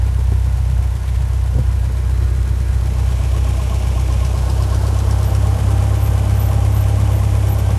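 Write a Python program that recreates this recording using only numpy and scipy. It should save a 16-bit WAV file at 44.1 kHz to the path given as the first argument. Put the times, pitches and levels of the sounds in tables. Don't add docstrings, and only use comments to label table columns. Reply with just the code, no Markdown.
import sys
import numpy as np
from scipy import signal
from scipy.fft import rfft, irfft, next_fast_len
from scipy.io import wavfile

SR = 44100
rng = np.random.default_rng(int(sys.argv[2]) if len(sys.argv) > 2 else 0)


def pcm_store(signal):
    levels = np.round(np.clip(np.atleast_2d(signal), -1, 1) * 32767)
    wavfile.write(sys.argv[1], SR, levels.astype(np.int16).T)


N = 343098
T = np.arange(N) / SR
FIRINGS_PER_CYCLE = 4

ROAR_SWELLS = [(.2, 0.023, 1), (.52, 0.16, 0.72), (.98, 0.071, 0.37)]


def drone(firings, throttle):
    # firing_multiple, idle_db, throttle_db
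    harmonics = [(1, -45, -37), (1.5, -53, -40), (2, -16.5, -17.5), (2.5, -41, -38), (3, -22.5, -16),
                 (3.5, -38.5, -41), (3.75, -35, -43), (4, -30.5, -32), (4.75, -44, -59), (5, -48.5, -39.5),
                 (6, -47.5, -41), (7, -56.5, -51), (9, -60, -42.5), (15, -58, -53), (18.75, -55, -48.5)]
    lead_firings, lead_place_cycles = 0.018, 0.93
    lope = np.cos(2 * np.pi * (firings / FIRINGS_PER_CYCLE - lead_place_cycles))
    turns = firings + lead_firings * lope
    core, overtones = np.zeros(N), np.zeros(N)
    for multiple, idle_db, throttle_db in harmonics:
        lag = rng.random() if multiple % 1 else .25 * (multiple > 3)
        partial = gain_of(idle_db + (throttle_db - idle_db) * throttle) * tone(multiple * turns - lag)
        if multiple in (2, 3):
            core += partial
        else:
            overtones += partial
    dip = gain_of(-5 * swell(centre_s=1.015, half_length_s=.075))
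    return dip * (core * gain_of(0.63 * wander(15)) + overtones * gain_of(1.04 * wander(5)))


def boom(firings):
    # frequency_hz, relative_db
    spectrum = [(10, -31), (25, -13), (45, -1.5), (60, 4.5), (80, -2), (115, 4), (140, -7), (165, -12),
                (230, -51), (400, -72)]
    throb = evened(1 + 0.34 * tone(firings))
    return gain_of(-28.5) * coloured(rng.standard_normal(N), spectrum) * throb


def roar(firings, level_db):
    # frequency_hz, relative_db
    side = [(88, -28), (160, 3), (205, -2.5), (265, -8.5), (380, -7), (600, -10), (780, -8.5), (1030, -8.5),
            (1200, -16.5), (1400, -14.5), (1700, -18.5), (2200, -25), (2900, -32)]
    headrest = [(88, -30), (150, -6), (200, 5), (260, -5), (330, -0.5), (430, -2.5), (500, -10.5),
                (570, -7), (660, -11), (880, -9), (1150, -11.5), (2000, -17.5), (2900, -36)]
    pillar = [(88, -18), (190, 3), (235, -1), (330, -3.5), (480, -4.5), (650, -5), (720, -10.5),
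              (800, -1.5), (900, -9.5), (1050, -8.5), (1300, -15.5), (1650, -16.5), (2200, -24),
              (2900, -47)]
    seat = [(88, -30), (195, 2.5), (260, -7), (310, -2), (480, -4.5), (650, -6.5), (730, -8), (820, -4.5),
            (1000, -9.5), (1200, -17), (1500, -15), (1750, -20.5), (2200, -28), (2900, -48)]
    ahead = [(88, -30.5), (170, -1), (220, -.5), (265, -7), (305, -3.5), (370, -7), (630, -5), (715, -9.5),
             (810, -8), (900, -10.5), (1080, -11.5), (1300, -18), (1700, -20), (2900, -32)]
    turbulence = turning(engine_noise(firings), [side, headrest, pillar, seat, ahead])
    return gain_of(level_db) * turbulence * puffing(firings, ROAR_SWELLS) * gain_of(0.73 * wander(52))


def chuff(firings, level_db):
    # pitch_hz, relative_db, place_cycles, half_length_cycles
    notes = [(644, -1.5, 0.23, .04), (1069, -0.5, 0.36, 0.053)]
    out, added_power = np.zeros(N), 80
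    for pitch_hz, relative_db, place, half_length in notes:
        note = tone(np.cumsum(pitch_hz + 20 * wander(90)) / SR)
        breath = .3 * ringing(pitch_hz, width_hz=140)
        out += gain_of(relative_db) * (note + breath) * puffing(firings, [(place, half_length, added_power)])
    return gain_of(level_db) * out


def hiss(firings, air_db, buzz_db):
    # frequency_hz, relative_db
    side = [(1060, -32), (1800, -3), (3720, -8), (4070, -9), (4480, -10.5), (5530, -9.5), (11900, -12),
            (12400, -13), (16100, -43), (22000, -120)]
    headrest = [(1060, -30), (1800, -5), (2400, -3), (2850, -8), (3150, -6.5), (3650, -9), (4000, -6),
                (4400, -10.5), (5400, -9), (12400, -12), (16000, -43)]
    pillar = [(1060, -36), (1850, -9), (2200, 3), (2650, 3), (3150, 0.5), (3600, -1.5), (4300, -4.5),
              (5100, -4), (5500, -1), (6000, -3.5), (6400, -3), (7000, -4), (12400, -8), (16000, -46)]
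    seat = [(1060, -31), (1800, -9), (2200, -3.5), (2700, -1), (3090, -1), (3600, -3.5), (5490, -2.5),
            (6140, -4), (11700, -8), (12400, -8), (16100, -40), (22000, -120)]
    ahead = [(1060, -35.5), (1700, -6), (2000, 1.5), (2400, 3), (2770, 0), (3350, -0.5), (4000, -6),
             (4900, -5.5), (5400, -3), (6200, -3), (9200, -4), (12400, -5.5), (16000, -42)]
    valve_ticks = [(.13, 0.022, 1.5), (.34, .025, 0.47), (.5, 0.017, 2.2), (.61, 0.05, 1.35),
                   (.87, 0.025, .3)]
    air = gain_of(air_db) * turning(engine_noise(firings), [side, headrest, pillar, seat, ahead])
    buzz = gain_of(buzz_db) * ringing(pitch_hz=3006, width_hz=70)
    return (air + buzz) * puffing(firings, valve_ticks) * gain_of(0.32 * wander(90))


def run_up(firings, firing_hz):
    linger_s = 1.1
    acceleration = np.maximum(np.gradient(firing_hz), 0)
    effort = signal.lfilter([1], [1, -np.exp(-1 / (linger_s * SR))], acceleration)
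    edge = ringing(pitch_hz=1240, width_hz=580) * puffing(firings, ROAR_SWELLS)
    return gain_of(-43.5) * effort / effort.max() * edge


def whines(firings, throttle):
    # firing_multiple, idle_db, throttle_db
    gears = [(23.47, -61, -42), (45.76, -58, -54.5)]
    out, load = np.zeros(N), np.sin(np.pi / 2 * throttle)
    for multiple, idle_db, throttle_db in gears:
        level_db = idle_db + (throttle_db - idle_db) * load + 3.4 * wander(6)
        out += gain_of(level_db) * tone(multiple * firings + 0.075 * wander(8))
    return out


def tappet(firings):
    # time_s, level_db
    strength = [(0, -53), (3.2, -60), (4.1, -36), (5.3, -34.5), (5.7, -44), (7.78, -45)]
    place_cycles, rise_s, decay_s, spread_db = .475, 0.00058, 0.0049, 2.5
    accents_s, accent_db = [4.123, 4.499, 5.108, 5.229, 5.347], 4
    # frequency_hz, relative_db
    spectrum = [(2000, -20), (3500, -6), (5200, 2), (6400, -4.5), (9000, 1.0), (12000, -25)]
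    rasp = coloured(rng.standard_normal(N), spectrum)
    out, t = np.zeros(N), np.arange(SR // 20) / SR
    strike_count = np.floor(firings / FIRINGS_PER_CYCLE - place_cycles)
    strikes = np.flatnonzero(np.diff(strike_count)[:-len(t)])
    force, detune = rng.standard_normal((len(strikes), 2)).T
    levels_db = curve(strength)[strikes] + spread_db * force
    accented = [np.argmin(abs(strikes / SR - time_s)) for time_s in accents_s]
    levels_db[accented] += accent_db
    envelope = (1 - np.exp(-t / rise_s)) * np.exp(-t / decay_s)
    for start, level_db, ring_hz in zip(strikes, levels_db, 5800 + 650 * detune):
        clack = 1.04 * rasp[start:][:len(t)] + 0.98 * tone(ring_hz * t)
        add(out, start / SR, gain_of(level_db) * clack * envelope)
    return out


def knocks():
    # start_s, level_db, pitch_ratio
    blows = [(.062, -26, 0.78), (0.189, -24, 0.86), (.319, -20, 0.81), (1.528, -29, 1.06),
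             (1.549, -21, 0.87), (1.565, -23, 0.94), (1.584, -16.5, 1.045)]
    # pitch_hz, relative_db, t60_s
    modes = [(121, 5, 0.17), (197.5, 1, 0.1), (273, 0, 0.043), (480, -1, 0.055), (865, -9, 0.031)]
    out, t = np.zeros(N), np.arange(SR // 6) / SR
    attack = 1 - np.exp(-t / 0.0017)
    for start_s, level_db, pitch_ratio in blows:
        ring = sum(gain_of(relative_db - 60 * t / t60_s) * np.sin(2 * np.pi * pitch_hz * pitch_ratio * t)
                   for pitch_hz, relative_db, t60_s in modes)
        add(out, start_s, gain_of(level_db) * ring * attack)
    return out


def brake():
    # start_s, length_s, level_db
    squeals = [(5.205, .14, -48), (5.952, 0.19, -44), (6.335, 0.19, -38.5), (6.705, 0.15, -41.5),
               (7.105, 0.12, -46), (7.478, 0.075, -40), (7.572, .045, -46)]
    lowest_hz, rise_hz_per_db, sag_hz = 12100, 28.5, 400
    out, flutter_hz = np.zeros(N), 80 * wander(260)
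    loudest_db = max(level_db for _, _, level_db in squeals)
    for start_s, length_s, level_db in squeals:
        bite = np.sin(np.linspace(0, np.pi, int(length_s * SR)))
        full_bite_hz = lowest_hz + rise_hz_per_db * (loudest_db - level_db)
        pitch_hz = full_bite_hz + sag_hz * (1 - bite) ** 2 + flutter_hz[int(start_s * SR):][:len(bite)]
        add(out, start_s, gain_of(level_db) * bite * tone(np.cumsum(pitch_hz) / SR))
    return out * gain_of(3.7 * wander(70))


def rustles():
    # centre_s, level_db
    swells = [(.83, -51), (1.088, -42), (1.155, -40), (2.225, -49)]
    # frequency_hz, relative_db
    spectrum = [(800, -10), (2000, 3), (3300, 2), (6000, -11), (11000, -11)]
    envelope = sum(gain_of(level_db) * swell(centre_s, half_length_s=.013) for centre_s, level_db in swells)
    return envelope * coloured(rng.standard_normal(N), spectrum)


def whistle(level_db):
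    return gain_of(level_db) * ringing(pitch_hz=1633, width_hz=14)


def facing_shares():
    # time_s, direction (0 side window, 1 headrest, 2 windscreen pillar, 3 pilot's seat, 4 ahead)
    path = [(0, 0), (1.7, 0), (2.2, 1), (2.75, 1.1), (3.05, 1.65), (3.6, 2), (4.2, 2), (4.5, 3), (4.75, 3),
            (5.3, 3.55), (6.1, 4)]
    facing = curve(path)
    return np.array([np.maximum(1 - abs(facing - direction), 0) for direction in range(5)])


def turning(x, spectra):
    return sum(share * coloured(x, spectrum) for share, spectrum in zip(facing_shares(), spectra))


def engine_noise(firings, repeat_share=0.12):
    pattern = rng.standard_normal(5000)
    place = firings / FIRINGS_PER_CYCLE % 1
    looped = pattern[(place * len(pattern)).astype(int)]
    return np.sqrt(repeat_share) * looped + np.sqrt(1 - repeat_share) * rng.standard_normal(N)


def puffing(firings, puffs):
    cycles = firings / FIRINGS_PER_CYCLE
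    power = sum(added_power * np.exp(-(((cycles - place + .5) % 1 - .5) / half_length) ** 2)
                for place, half_length, added_power in puffs)
    return evened(np.sqrt(1 + power))


def ringing(pitch_hz, width_hz):
    return filtered(rng.standard_normal(N), lambda f: 1 / (1 + (2 * (f - pitch_hz) / width_hz) ** 2))


def wander(rate_hz):
    return filtered(rng.standard_normal(N), lambda f: 1 / (1 + (f / rate_hz) ** 4))


def coloured(x, spectrum):
    hz, db = np.transpose(spectrum)
    return filtered(x, lambda f: gain_of(np.interp(np.log(f + 1), np.log(hz), db))
                    / (1 + (f / hz[-1] / 2) ** 8))


def filtered(x, response):
    size = next_fast_len(N)
    shaped = rfft(x, size) * response(np.fft.rfftfreq(size, 1 / SR))
    return evened(irfft(shaped, size)[:N])


def tone(turns):
    return np.sqrt(2) * np.cos(2 * np.pi * turns)


def swell(centre_s, half_length_s):
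    return np.exp(-((T - centre_s) / half_length_s) ** 2)


def curve(points):
    return np.interp(T, *np.transpose(points))


def gain_of(db):
    return 10 ** (np.asarray(db) / 20)


def evened(x):
    return x / np.sqrt(np.mean(x ** 2) + 1e-20)


def add(mix, start_s, sound):
    part = mix[round(start_s * SR):][:len(sound)]
    part += sound[:len(part)]


def scene():
    # time_s, firing_hz
    speed = [(0, 31.56), (1.5, 31.46), (3.0, 31.59), (4.1, 31.53), (4.9, 33.01), (5.7, 33.83), (7.0, 34.15),
             (7.78, 33.93)]
    # drone_db, roar_db, hiss_db, chuff_db, buzz_db, whistle_db
    balance = [(0.36, -37.5, -44, -61, -65, -58), (-0.3, -36, -43.5, -59, -75, -52.5),
               (0, -32.5, -39, -43.5, -66, -60), (.4, -31, -39, -41, -60, -59),
               (0, -30, -39.5, -45.5, -55, -64)]
    firing_hz = curve(speed)
    firings = np.cumsum(firing_hz) / SR - .09
    throttle = (firing_hz - firing_hz.min()) / np.ptp(firing_hz)
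    drone_db, roar_db, hiss_db, chuff_db, buzz_db, whistle_db = np.transpose(balance) @ facing_shares()
    jitter = 0.0075 * wander(12.3)
    bass = gain_of(drone_db) * drone(firings + jitter, throttle) + boom(firings)
    air = roar(firings, roar_db) + chuff(firings, chuff_db)
    air += hiss(firings, hiss_db, buzz_db) + whistle(whistle_db)
    machinery = run_up(firings, firing_hz) + whines(firings, throttle) + tappet(firings)
    return (bass + air + machinery + knocks() + rustles() + brake())[None]


def record(dry):
    cutoff_hz = 12520
    low_pass = signal.firwin(1023, cutoff_hz, window=("kaiser", 9), fs=SR)
    return signal.oaconvolve(dry, low_pass[None], "same")


dry = scene()
out = record(dry)
pcm_store(out)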